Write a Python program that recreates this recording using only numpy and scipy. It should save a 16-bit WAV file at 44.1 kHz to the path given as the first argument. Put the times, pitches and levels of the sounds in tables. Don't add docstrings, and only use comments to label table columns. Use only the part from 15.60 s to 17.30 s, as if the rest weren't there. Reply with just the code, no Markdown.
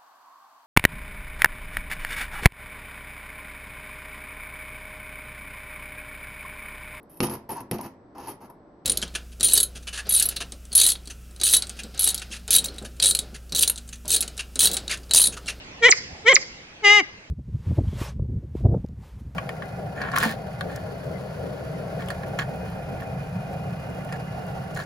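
import sys
import numpy as np
from scipy import signal
from scipy.fft import rfft, irfft
from scipy.io import wavfile
from scipy.ndimage import uniform_filter1d

SR = 44100
rng = np.random.default_rng(int(sys.argv[2]) if len(sys.argv) > 2 else 0)


def pcm_store(signal):
    levels = np.round(np.clip(np.atleast_2d(signal), -1, 1) * 32767)
    wavfile.write(sys.argv[1], SR, levels.astype(np.int16).T)


N = 74970

# t/s, f/Hz, level/dB
CLUCK_CURVES = [
    [(.204, 444.3, -30.5), (.217, 472.3, -16), (.227, 470.5, -5), (.238, 456.7, -1.5), (.252, 478.7, 0),
     (.271, 514, -1), (.279, 493, -3.5), (.287, 457, -2), (.292, 406, -2), (.296, 361, -6),
     (.301, 350, -15), (.307, 350, -25)],
    [(.640, 423, -26.5), (.652, 435, -15), (.666, 447, -4), (.684, 488.3, 0), (.697, 531, -1),
     (.706, 554, -2.5), (.712, 518, -2), (.721, 545, -1.5), (.726, 503, -3), (.730, 415, -3),
     (.734, 380, -4), (.739, 348, -15.5), (.745, 350, -13.5)],
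]
# f/Hz, level/dB, left minus right/dB
CLUCK_COLOUR = [(248, -1.5, -9), (409, -20, -1), (497, -15, -4.5), (730, -18.5, 1), (942, -28.5, -1),
                (1048, -20, -5), (1330, -16.5, 3), (1520, -26, -6.5), (1790, -16, -9.5), (1837, -8.5, -0.5),
                (2197, -4.5, 5), (2350, -11.5, 2.5), (2475, -16.5, -0.5), (2710, -34.5, -2.5),
                (2960, -13.5, -4.5), (3240, -15.5, -2.5), (3480, -24.5, -0.5), (3920, -25, 4),
                (4570, -36.5, 5), (5250, -30.5, -6.5), (6300, -33, -5), (7220, -35.5, -7.5),
                (8200, -47.5, -8.5), (12000, -67, 3.5)]
# f/Hz, lead/rad
CLUCK_LEAD = [(490, 0), (1050, 0.8), (2100, 0.1), (2500, -1.2), (3100, -0.6), (3950, -0.9), (4500, -1.5),
              (5340, -2), (6370, -1), (8180, -2.5)]


def clucks():
    return [voice(curve, CLUCK_COLOUR, CLUCK_LEAD, jitter=0.0081, shimmer=0.024,
                  half_db=-19.5, rasp_db=1, creak=True) for curve in CLUCK_CURVES]


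# t/s, f/Hz, level/dB
LONG_CURVE = [(1.218, 417.4, -24), (1.235, 432.7, -8), (1.249, 411.4, -1), (1.268, 404.5, 0),
              (1.287, 406, 0), (1.316, 415.4, 0), (1.358, 418, -0.5), (1.387, 408.3, -1),
              (1.402, 380.8, -2), (1.412, 346, -6.5), (1.419, 291, -22.5), (1.431, 224, -26)]
# f/Hz, level/dB, left minus right/dB
LONG_COLOUR = [(263, -10, 0.5), (405, -24.5, 0), (790, -25, 2), (1240, -25, 0.5), (1626, -27.5, 4.5),
               (2080, -9.5, 3.5), (2280, -10.5, 1), (2514, -27.5, 5), (2890, -15, -2), (3290, -27, 0),
               (3440, -43.5, -9), (3730, -25.5, 2), (4390, -47.5, -2.5), (4850, -26.5, 4), (5360, -45, -10),
               (5750, -32.5, -9.5), (6900, -37.5, -3.5), (7850, -45, -3.5), (9080, -53, -7.5),
               (10600, -71.5, 0), (11450, -56, 3), (13000, -71, -6)]
# f/Hz, lead/rad
LONG_LEAD = [(410, -.5), (830, -0.23), (1250, -.5), (1660, -1.2), (2086, -0.4), (2500, -2), (2910, -0.5),
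             (3750, 0.55), (4740, -1.2), (6030, -2), (6460, -0.84), (8180, -2.5)]


def long_note():
    return voice(LONG_CURVE, LONG_COLOUR, LONG_LEAD, jitter=0.001, shimmer=0.007,
                 half_db=-19, rasp_db=-4.5, creak=False)


TREMBLE_HZ = 350
CREAK_S, CREAK_JITTER, CREAK_HALF_DB = 0.022, 0.035, 13.5
DULLING, DULL_HZ = 1.84, 1760
THIN_AT_S, THIN_WIDTH_S, THIN_DB = 1.348, 0.031, -6


def voice(curve, throat, leads, jitter, shimmer, half_db, rasp_db, creak):
    times, pitches, levels = np.transpose(curve)
    t = np.arange(times[0], times[-1], 1 / SR)
    rough = creak * np.exp(-((t[-1] - t) / CREAK_S) ** 4)
    hz = uniform_filter1d(np.interp(t, times, pitches), size=200)
    hz *= 1 + (jitter + CREAK_JITTER * rough) * wander(len(t), TREMBLE_HZ)
    level_db = np.interp(t, times, levels)
    dull_db = DULLING * np.minimum(level_db, 0)
    phase = 2 * np.pi * np.cumsum(hz) / SR
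    buzz = np.zeros((2, len(t)))
    for k in np.arange(1, 30, 0.5):
        db, pan_db = look_up(throat, k * hz)
        db += dull_db * np.minimum((k - 1) * hz / DULL_HZ, 1)
        if k == 1:
            db += THIN_DB * np.exp(-((t - THIN_AT_S) / THIN_WIDTH_S) ** 2)
        if k % 1:
            bass_cut_db = 9 * np.log2(np.minimum(k * hz / 5000, 1))
            bass_cut_db += 16 * np.log2(np.minimum(k * hz / 2000, 1))
            db += half_db + CREAK_HALF_DB * rough + bass_cut_db
        smear = 0.42 * k * k
        buzz += stereo_tone(k * phase - smear, db, pan_db, look_up(leads, k * hz)[0])
    puffs = rng.standard_normal((2, N))
    puffs[:, :len(t)] *= (1 + np.cos(phase)) * amp(dull_db)
    f = np.fft.rfftfreq(N, 1 / SR)
    rasp_colour = amp(look_up(throat, f)[0] + rasp_db) * f ** 2 / (f ** 2 + 3500 ** 2)
    rasp = irfft(rfft(puffs) * rasp_colour, N)[:, :len(t)]
    fade = np.clip(np.minimum(t - t[0], t[-1] - t) / 0.003, 0, 1)
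    flutter = 1 + shimmer * wander(len(t), TREMBLE_HZ)
    return times[0], (buzz + rasp) * amp(level_db) * fade * flutter


# start t/s, mid-plunge t/s, top f/Hz, plunge time/s, level/dB, gain into the wood/dB
WHISTLE_PLUNGES = [(0.297, 0.3181, 7724, 0.004, 1, 4.5), (0.738, 0.7597, 7390, .0038, 1, 1)]
# f/Hz, level/dB, left minus right/dB
WHISTLE_COLOUR = [(1000, -27, -6), (1504, -30.5, 1), (1800, -14.5, -4), (2120, -5.5, 3),
                  (2580, -15.5, -7.5), (3330, -30, -8), (3750, -22, 3.5), (4234, -9, 10), (4630, -15, -2),
                  (5130, -6.5, -3), (5550, -13, -8), (6100, -7, -4), (6600, -12, -9), (7160, -12.5, -5),
                  (7720, -19.5, -2)]
# f/Hz, width/Hz, gain
THROAT_RINGS = [(2140, 150, 1.4), (4900, 370, 0.87)]
# f/Hz, level/dB
HISS_COLOUR = [(1000, -43), (6500, -21), (9000, -32.5), (14000, -41.5), (17000, -62)]
WHISTLE_END_HZ, WHISTLE_S, RIGHT_EARLY_S = 1004, 0.042, 0.00005
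FADE_IN_S, FADE_OUT_S, HISS_S = 0.0017, 0.008, 0.0058


def whistle(start, middle, top_hz, plunge_s, level_db):
    t = np.arange(0, WHISTLE_S, 1 / SR)
    from_middle = start + t - middle
    hz = WHISTLE_END_HZ + (top_hz - WHISTLE_END_HZ) / (1 + np.exp(from_middle / plunge_s))
    hz *= 1 + 0.006 * wander(len(t), TREMBLE_HZ)
    phase = 2 * np.pi * np.cumsum(hz) / SR
    db, pan_db = look_up(WHISTLE_COLOUR, hz)
    tone = stereo_tone(phase, db, pan_db, lead=-2 * np.pi * hz * RIGHT_EARLY_S)
    ring = sum(gain * signal.lfilter(*signal.iirpeak(f, f / width, fs=SR), tone)
               for f, width, gain in THROAT_RINGS)
    colour = amp(look_up(HISS_COLOUR, np.fft.rfftfreq(N, 1 / SR))[0])
    hiss = irfft(rfft(rng.standard_normal((2, N))) * colour, N)[:, :len(t)]
    hiss *= np.exp(-abs(from_middle) / HISS_S)
    fade = np.clip(np.minimum(t / FADE_IN_S, (WHISTLE_S - t) / FADE_OUT_S), 0, 1)
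    return start, (tone + ring + hiss) * amp(level_db) * fade


# delay/s, left level/dB, right level/dB
NEAR_BOUNCES = [(.0046, -37, -37.5), (0.0107, -19.5, -24)]


def near_echoes(bird):
    out = np.zeros((2, N))
    for delay, left_db, right_db in NEAR_BOUNCES:
        add(out, delay, bird * amp([[left_db], [right_db]]))
    return out


# f/Hz, level/dB, time to fade by 60 dB/s
TREE_TAIL = [(200, -29.5, 0.52), (490, -17, 0.6), (800, -25, .5), (1600, -16.5, 0.67), (2150, -22.5, .55),
             (3300, -23.5, 0.79), (4800, -16.5, 0.76), (7430, -24.5, 0.66), (8500, -31.5, 0.36)]
TAIL_RISE_S, THICKET_AT_S, THICKET_WIDTH_S, THICKET_DB = 0.0082, 0.064, 0.015, 6
LEAVES_DB, LEAVES_S = -11.5, 0.0037
BLUR_RAD, BLUR_HZ = 0.7, 50.1


def wood_echo(calls):
    hz, t, spectra = signal.stft(rng.standard_normal((2, SR)), SR, nperseg=256)
    db, fade_s = look_up(TREE_TAIL, hz[:, None])
    even_energy = np.sqrt(2 * np.log(1000) / fade_s / SR)
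    spectra *= amp(db - 60 * t / fade_s) * even_energy
    tail = signal.istft(spectra, SR, nperseg=256)[1][:, :SR]
    t = np.arange(SR) / SR
    tail *= np.minimum(t / TAIL_RISE_S, 1) ** 2
    tail *= amp(THICKET_DB * np.exp(-((t - THICKET_AT_S) / THICKET_WIDTH_S) ** 2))
    leaves = rng.standard_normal((2, SR)) * t * np.exp(-t / LEAVES_S)
    tail += amp(LEAVES_DB) * leaves / np.linalg.norm(leaves[0])
    echo = signal.fftconvolve(calls, tail, axes=1)[:, :N]
    drift = BLUR_RAD * np.array([wander(N, BLUR_HZ), wander(N, BLUR_HZ)])
    blurred = (signal.hilbert(echo) * np.exp(1j * drift)).real
    return all_around(signal.stft(blurred, nperseg=1024, noverlap=768)[2])


# f/Hz, likeness
STEREO_LIKENESS = [(60, 1), (120, 0.96), (240, 0.84), (490, 0.37), (980, -0.0041), (1970, -0.35),
                   (3960, -0.43), (7970, -0.58)]


def all_around(spectra):
    likeness = look_up(STEREO_LIKENESS, np.fft.rfftfreq(1024, 1 / SR))[0][:, None]
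    mid = (spectra[0] + spectra[1]) * np.sqrt(1 + likeness) / 2
    side = (spectra[0] - spectra[1]) * np.sqrt(1 - likeness) / 2
    return signal.istft(np.array([mid + side, mid - side]), nperseg=1024, noverlap=768)[1][:, :N]


# f/Hz, relative level/dB
AIR_COLOUR = [(20, -9.5), (40, -5.5), (68, -2), (125, -3.5), (220, -5), (400, -7.5), (620, -9.5), (780, -8),
              (1250, -14), (1650, -11), (2150, -7), (2700, -10.5), (3800, -15.5), (5100, -17.5),
              (7300, -24.5), (8400, -36), (10000, -39.5), (15000, -50.5), (16500, -77)]
AIR_DB, AIR_FADE_DB_PER_S, AIR_PATCH_DB = -44.5, 3.5, 3


def outdoor_air():
    draws = rng.standard_normal((N // 256 + 5, 513, 5)).T
    noise = draws[[0, 2]] + 1j * draws[[1, 3]]
    patches = uniform_filter1d(draws[4], size=8, axis=0)
    patches = unit(uniform_filter1d(patches, size=10, axis=1))
    colour_db = look_up(AIR_COLOUR, np.fft.rfftfreq(1024, 1 / SR))[0][:, None]
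    air = unit(all_around(noise * amp(colour_db + AIR_PATCH_DB * patches)))
    from_middle = (np.arange(N) - N / 2) / SR
    lean_right = amp([[-0.5], [0.5]])
    return air * amp(AIR_DB - AIR_FADE_DB_PER_S * from_middle) * lean_right


def bump(at_s, hz, width_s, db):
    t = np.arange(N) / SR - at_s
    return amp(db) * np.exp(-abs(t) / width_s) * np.sin(2 * np.pi * hz * t)


def amp(db):
    return 10 ** (np.asarray(db) / 20)


def unit(x):
    return x / np.sqrt(np.mean(x ** 2) + 1e-20)


def look_up(table, hz):
    f, *columns = np.transpose(table)
    return [np.interp(np.log(hz + 1), np.log(f + 1), column) for column in columns]


def add(mix, start_s, sound):
    part = mix[:, round(start_s * SR):][:, :sound.shape[1]]
    part += sound[:, :part.shape[1]]


def wander(size, hz):
    f = np.fft.rfftfreq(N, 1 / SR)
    return unit(irfft(rfft(rng.standard_normal(N)) / (1 + (f / hz) ** 2) ** 2, N))[:size]


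def stereo_tone(phase, db, pan_db, lead):
    return np.array([amp(db + side * pan_db / 2) * np.cos(phase + side * lead / 2) for side in (1, -1)])


def scene():
    calls = [(cluck, 0) for cluck in clucks()]
    calls.append((long_note(), -0.5))
    calls += [(whistle(*row), wood_db) for *row, wood_db in WHISTLE_PLUNGES]
    bird, to_wood = np.zeros((2, 2, N))
    for (start, sound), wood_db in calls:
        add(bird, start, sound)
        add(to_wood, start, sound * amp(wood_db))
    echoes = near_echoes(bird) + wood_echo(to_wood)
    return bird + echoes + outdoor_air() + bump(at_s=0.532, hz=78, width_s=0.009, db=-34)


TREBLE_HZ, TREBLE_DB = 8576, -3.5


def record(dry):
    clipped = np.clip(dry, -1, 1)
    low = signal.oaconvolve(clipped, signal.firwin(201, TREBLE_HZ, fs=SR)[None], "same")
    return low + amp(TREBLE_DB) * (clipped - low)


dry = scene()
out = record(dry)
pcm_store(out)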